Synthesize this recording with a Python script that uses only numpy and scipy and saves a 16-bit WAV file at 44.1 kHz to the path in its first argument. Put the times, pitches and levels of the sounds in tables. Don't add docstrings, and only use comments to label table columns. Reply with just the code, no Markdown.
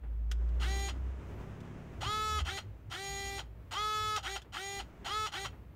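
import sys
import numpy as np
from scipy import signal
from scipy.fft import rfft, irfft
from scipy.io import wavfile
from scipy.ndimage import map_coordinates

SR = 44100
rng = np.random.default_rng(int(sys.argv[2]) if len(sys.argv) > 2 else 0)


def transcribe(signal):
    frames = np.atleast_2d(signal).T
    limited = np.clip(frames, -1, 1)
    pcm = np.round(limited * 32767).astype(np.int16)
    wavfile.write(sys.argv[1], SR, pcm)


N = 253771
TIME = np.arange(N) / SR
FREQS = np.fft.rfftfreq(N, 1 / SR)


def amp(db):
    return 10 ** (np.asarray(db) / 20)


def unit(x):
    return x / np.sqrt(np.mean(x ** 2) + 1e-20)


def read(points, hz):
    f, value = np.transpose(points)
    return np.interp(np.log(hz + 1), np.log(f + 1), value)


def coloured(x, gain):
    return unit(irfft(rfft(x) * gain, N))


def noise(spectrum):
    return coloured(rng.standard_normal(N), amp(read(spectrum, FREQS)))


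def drift(t, rate_hz):
    knots = rng.standard_normal(int(np.ceil(8 * rate_hz + 4)))
    return map_coordinates(knots, [t * rate_hz], order=2, mode="nearest")


def bell(offset, width):
    return np.exp(-(2 * offset / width) ** 2)


def envelope(t, attack_s, hold_s, fade_db_per_s):
    return np.clip(t / attack_s, 0, 1) * amp(-fade_db_per_s * np.maximum(t - hold_s, 0))


def bursts(rows, spectrum, rise_s, hold_s, t60_s):
    level = np.zeros(N)
    t = TIME[:SR // 2]
    for start, db in rows:
        shape = amp(db - 60 * np.maximum(t - hold_s, 0) / t60_s) * (1 - np.exp(-t / rise_s))
        part = level[round(start * SR):][:len(t)]
        part += shape[:len(part)]
    return level * noise(spectrum)


# frequency in Hz, relative level in dB.
ROOM_TONE_SPECTRUM = [(20, -22), (40, -23.5), (57, 6.5), (72, -7.5), (88, -2), (101, -1.5), (118, -7.5),
                      (200, -15.5), (400, -21.5), (1000, -31), (2500, -39.5), (5000, -53), (10000, -57.5),
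                      (15000, -51)]

def room_tone(level_db=-51, waver_db=2.46):
    return amp(level_db + waver_db * drift(TIME, 6)) * noise(ROOM_TONE_SPECTRUM)


ENGINE_MULTIPLES = [1, 1.5, 2, 2.5, 3, 3.5]
# centre in Hz, width in Hz, level an order reaches there in dB.
BASS_MODES = [(57.85, 7.7, -30.5), (63.76, 2.75, -39), (77.9, 2.64, -36.5), (93.6, 24, -51.5),
              (140, 16, -56), (174, 19, -55.5), (244, 10, -61)]

def engine(idle_hz=55.3, pull_away_s=0.26, rise_hz_per_s=10.4, between_modes_db=-65):
    hz = idle_hz + rise_hz_per_s * np.maximum(TIME - pull_away_s, 0)
    turns = np.cumsum(hz) / SR
    load = amp(-11.5 * np.maximum(1 - TIME / 1.3, 0))
    out = np.zeros(N)
    for k in ENGINE_MULTIPLES:
        boom = amp(between_modes_db) + sum(amp(db) * bell(k * hz - f, w) for f, w, db in BASS_MODES)
        strength = (load if k > 1 else 1) * amp(0.9 * drift(TIME, 8.82))
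        out += np.sqrt(2) * boom * strength * np.sin(2 * np.pi * (k * turns + rng.random()))
    return out * envelope(TIME, attack_s=0.11, hold_s=2.38, fade_db_per_s=48)


# peak time in seconds, level in dB, length in seconds.
TYRE_SWELLS = [(0.593, -58, .55), (1.515, -50, 1.78), (5.003, -56.5, 0.48)]
# frequency in Hz, relative level in dB.
TYRE_SPECTRUM = [(110, 1), (190, -4), (344, -4), (406, -2), (438, -9), (600, -9.5), (807, -13.5),
                 (1600, -17.5), (2900, -26), (4370, -37.5), (6570, -35.5), (16000, -59)]

def tyres(steady_db=-70.5):
    level = amp(steady_db) + sum(amp(db) * bell(TIME - s, length) for s, db, length in TYRE_SWELLS)
    level *= envelope(TIME, attack_s=0.44, hold_s=5.1, fade_db_per_s=26)
    return level * amp(1.1 * drift(TIME, 30)) * noise(TYRE_SPECTRUM)


# start in seconds, level in dB.
GLOVE_STROKES = [(.032, -55.5), (3.548, -63), (4.445, -57), (5.525, -56), (5.635, -74)]
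# frequency in Hz, relative level in dB.
GLOVE_SPECTRUM = [(100, 2), (400, -1.5), (1200, -8.5), (3000, -20), (6000, -45), (16000, -39)]

def gloves():
    return bursts(GLOVE_STROKES, GLOVE_SPECTRUM, rise_s=0.002, hold_s=0.0055, t60_s=0.29)


# start in seconds, level in dB.
SWITCH_CLICKS = [(.305, -67), (0.314, -37.5), (.489, -62.5), (1.604, -56), (4.1615, -33), (4.418, -52)]
# frequency in Hz, relative level in dB.
CLICK_SPECTRUM = [(290, -40.5), (500, 0), (604, -23), (750, -10), (1060, -17), (1400, 4.5), (2230, -9),
                  (3440, 4.5), (4030, -7), (6510, -6.5), (11600, -21.5), (14000, -20), (16000, -29)]

def clicks(reversal_delay_s=0.0042, reversal_db=-50):
    reversals = [(run[0] + reversal_delay_s, reversal_db)
                 for before, run in zip(ZOOM_RUNS, ZOOM_RUNS[1:]) if run[2] != before[2]]
    snaps = list(SWITCH_CLICKS) + reversals
    return bursts(snaps, CLICK_SPECTRUM, rise_s=0.00062, hold_s=0.00083, t60_s=0.053)


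# centre in Hz, width in Hz, relative level in dB.
BODY_MODES = [(797, 81, 5), (1343, 190, 3), (1987, 180, -1.5), (2687, 52, 1.5), (3104, 263, 3.5),
              (3820, 52, -3), (4235, 110, -1.5), (4950, 116, -5), (5710, 37, -1), (6763, 245, -7),
              (8350, 650, -18), (13500, 5000, -82)]

def body_gain(hz):
    power = sum(amp(db) ** 2 / (1 + (2 * (hz - f) / width) ** 2) for f, width, db in BODY_MODES)
    return np.sqrt(power / (1 + (560 / (hz + 1)) ** 6))


def gear_rattle(knocks_per_s=5000):
    knocks = (rng.random(N) < knocks_per_s / SR) * rng.choice([-1, 1], N)
    return coloured(knocks * rng.uniform(0.5, 1.5, N), body_gain(FREQS))


def gear_chatter(t, turns, orders, rough_hz=150):
    out = np.zeros(len(t))
    for k, db in orders:
        roughness = drift(t, rough_hz) + 1j * drift(t, rough_hz)
        out += amp(db) * (roughness * np.exp(2j * np.pi * k * turns)).real
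    return unit(out)


def motor_shaft(t, powered_s, hz, spin_up_s, stop_s=0.07):
    speed = (1 - np.exp(-t / spin_up_s)) * np.clip(1 - (t - powered_s) / stop_s, 0, 1)
    waver = 1 + 0.0012 * drift(t, 25) + 0.0018 * drift(t, 260)
    return speed, np.cumsum(hz * speed * waver) / SR


# multiple of the shaft speed (fractions are later gear meshes), relative level in dB.
EXTEND_ORDERS = [(1, 0), (2, 1), (3, -11), (4, -10), (5, 1.5), (6, -4), (7, -12), (8, -5.5), (8.375, -13),
                 (9, -7), (10, -9), (10.23, -6.5), (11, -12), (12, -12), (13, -19), (14, -12), (15, -18),
                 (17, -1), (18, -17), (19, -20), (21, -23), (22, -15), (23, -25), (24, -23), (25, -24),
                 (29, -27), (35, -28), (36, -29)]
RETRACT_ORDERS = [(1, -7), (2, -8), (3, 8), (4, -8), (5, -10), (6, -10.5), (7, -12.5), (8, -4.5),
                  (9, -10.5), (10, -13), (11, -13), (12, -17), (13, -14), (14, -18), (15, -19), (16, -19),
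                  (17, -18), (18, -25), (19, -29), (20, -28), (21, -28), (22, -23), (23, -36), (24, -29)]
# frequency in Hz, relative level in dB.
RETRACT_FIZZ = [(10700, -37), (11200, -40), (12000, -34), (12900, -37), (13700, -34), (15500, -42)]

def gear_whine(t, speed, turns, cruise_hz, way):
    if way == "in":
        fizz = [(k, read(RETRACT_FIZZ, k * cruise_hz)) for k in range(25, 37)]
        orders, level_db, steepness = list(RETRACT_ORDERS) + fizz, -34, 0.55
    else:
        orders, level_db, steepness = EXTEND_ORDERS, -42, 1.1
    out = np.zeros(len(t))
    for k, db in orders:
        sweep = body_gain(k * cruise_hz * speed) / body_gain(k * cruise_hz)
        seating = speed ** (0.68 + steepness * k)
        shimmer = 0.024 * k * (drift(t, 23.9) + 1j * drift(t, 20.3))
        rasp_depth = (k / 38) ** 2 + 0.3 * np.sqrt(1 - speed)
        rasp = rasp_depth * (drift(t, 236.6) + 1j * drift(t, 240))
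        tone = np.exp(2j * np.pi * (k * turns + rng.random()))
        out += amp(db) * sweep * seating * ((1 + shimmer + rasp) * tone).real
    steady_rms = np.sqrt(sum(amp(db) ** 2 for _, db in orders) / 2)
    return amp(level_db) * out / steady_rms


# frequency in Hz, relative level in dB.
EXTEND_HISS = [(200, -18), (600, -4), (1400, -4), (2400, -2), (3200, 0), (4100, 3), (5200, -3), (5800, 3),
               (6300, -3), (7700, -7), (8600, 0), (10500, -12), (14500, -11), (16000, -19)]
RETRACT_HISS = [(200, -16), (600, 0), (1300, 2), (2300, -4), (3300, 1), (4100, 4), (5100, -3), (5800, 2),
                (6300, -6), (6800, 4), (7700, -6), (11500, -12), (14000, -7), (16000, -16)]
# start in seconds, brake time in seconds, direction,
# cruising shaft speed in Hz, spin-up in seconds, final sag in Hz, start and brake rattle gains in dB.
ZOOM_RUNS = [(0.596, 0.885, "out", 394.3, 0.026, 0, -41.5, -40),
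             (2.007, 2.39, "in", 430.8, .026, 9, -37.5, -38.5),
             (2.448, 2.576, "out", 397.5, .021, 1, -40.5, -38.5),
             (2.899, 3.385, "out", 395.5, 0.026, 0, -42, -38.5),
             (3.71, 4.173, "in", 428.6, .024, 1.5, -38, -40),
             (4.227, 4.357, "out", 395.2, .02, -1, -41, -38.5),
             (4.523, 4.794, "out", 398, .027, 2, -41, -41),
             (5.046, 5.262, "in", 433.4, 0.026, 3.5, -37.5, -38),
             (5.318, 5.448, "out", 396.3, 0.02, -0.5, -40.5, -37.5)]

def zoom_motor(sag_s=0.0364, stir_s=0.004):
    out = np.zeros(N)
    rattle = gear_rattle()
    sliding = {"out": amp(-53.8) * noise(EXTEND_HISS), "in": amp(-58.5) * noise(RETRACT_HISS)}
    for on, off, way, cruise_hz, spin_up_s, sag_hz, start_db, brake_db in ZOOM_RUNS:
        span = slice(round(on * SR), round((off + 0.22) * SR))
        t = TIME[span] - TIME[span][0]
        since_brake = t - (off - on)
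        loaded_hz = cruise_hz - sag_hz * np.exp(np.minimum(since_brake, 0) / sag_s)
        speed, turns = motor_shaft(t, off - on, loaded_hz, spin_up_s)
        whine = gear_whine(t, speed, turns, cruise_hz, way)
        since_stir = t + stir_s
        if way == "in":
            mesh = gear_chatter(t, turns, [(3, 0), (8, -6), (10, -3), (14, -9)])
            chirps = amp(-3) * speed * mesh
            slack = envelope(since_stir, attack_s=0.021, hold_s=0.027, fade_db_per_s=190)
        else:
            mesh = gear_chatter(t, turns, [(4, 0), (5, -2), (6, -7), (7, -10), (9, -5), (10, -4)])
            chirps = amp(1.1) * speed ** 2 * mesh
            slack = envelope(since_stir, attack_s=0.03, hold_s=0.057, fade_db_per_s=380)
        once_a_turn = np.cos(2 * np.pi * turns)
        hiss = sliding[way][span] * speed * (1 + 0.2 * once_a_turn) * amp(0.65 * drift(t, 39.5))
        knocking = rattle[span] * (1 + 0.16 * once_a_turn)
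        start_rattle = amp(start_db) * slack * (chirps + 0.82 * knocking)
        driven = np.exp(-np.maximum(since_brake, 0) / 0.015)
        out[span] += driven * (whine + hiss + start_rattle)
        overrun = amp(-9) * speed * gear_chatter(t, turns, [(2, -3), (3, 0)])
        brake = envelope(since_brake + 0.0055, attack_s=0.011, hold_s=0.018, fade_db_per_s=682)
        out[span] += amp(brake_db) * brake * (knocking + overrun)
    return out


# peak time in seconds, pitch in Hz, level in dB, length in seconds.
LOW_SWELLS = [(1.963, 62.1, -43.5, 0.063), (2.073, 63.36, -36.5, 0.028), (2.075, 108.8, -40.5, 0.038),
              (2.423, 60.2, -38, 0.076), (2.696, 101, -45.5, 0.096), (2.892, 112, -44.5, 0.038),
              (3.13, 57.4, -44, 0.091), (3.114, 140, -55, 0.15), (3.405, 57, -47.5, 0.45),
              (4.264, 58.8, -49, 0.29)]

def low_swells():
    out = np.zeros(N)
    for s, hz, db, length in LOW_SWELLS:
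        tone = np.sqrt(2) * np.sin(2 * np.pi * (hz * TIME + rng.random()))
        out += amp(db) * bell(TIME - s, length) * tone
    return out


# frequency in Hz, seconds to fall by 60 dB.
ROOM_DECAY = [(200, .35), (1500, .3), (6000, .24), (15000, .2)]

def room_reflections(x, echoes_per_s=2500, first_echo_s=0.004):
    n = SR // 2
    taps = rng.choice([-1., 1.], n) * (rng.random(n) < echoes_per_s / SR) * (TIME[:n] > first_echo_s)
    hz, t, spectra = signal.stft(taps, SR, nperseg=256)
    decay = amp(-60 * t / read(ROOM_DECAY, hz)[:, None])
    tail = signal.istft(spectra * decay, SR, nperseg=256)[1]
    return signal.fftconvolve(x, tail / np.linalg.norm(tail))[:N]


def scene(reflections_db=-21):
    camera = zoom_motor() + clicks() + gloves()
    room = room_tone() + amp(reflections_db) * room_reflections(camera)
    mono = camera + room + low_swells() + engine() + tyres()
    return np.array([mono, mono])


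def record(dry):
    lowpass = signal.firwin(511, 15800, window=("kaiser", 9), fs=SR)
    return signal.oaconvolve(dry, lowpass[None], "same")


dry = scene()
out = record(dry)
transcribe(out)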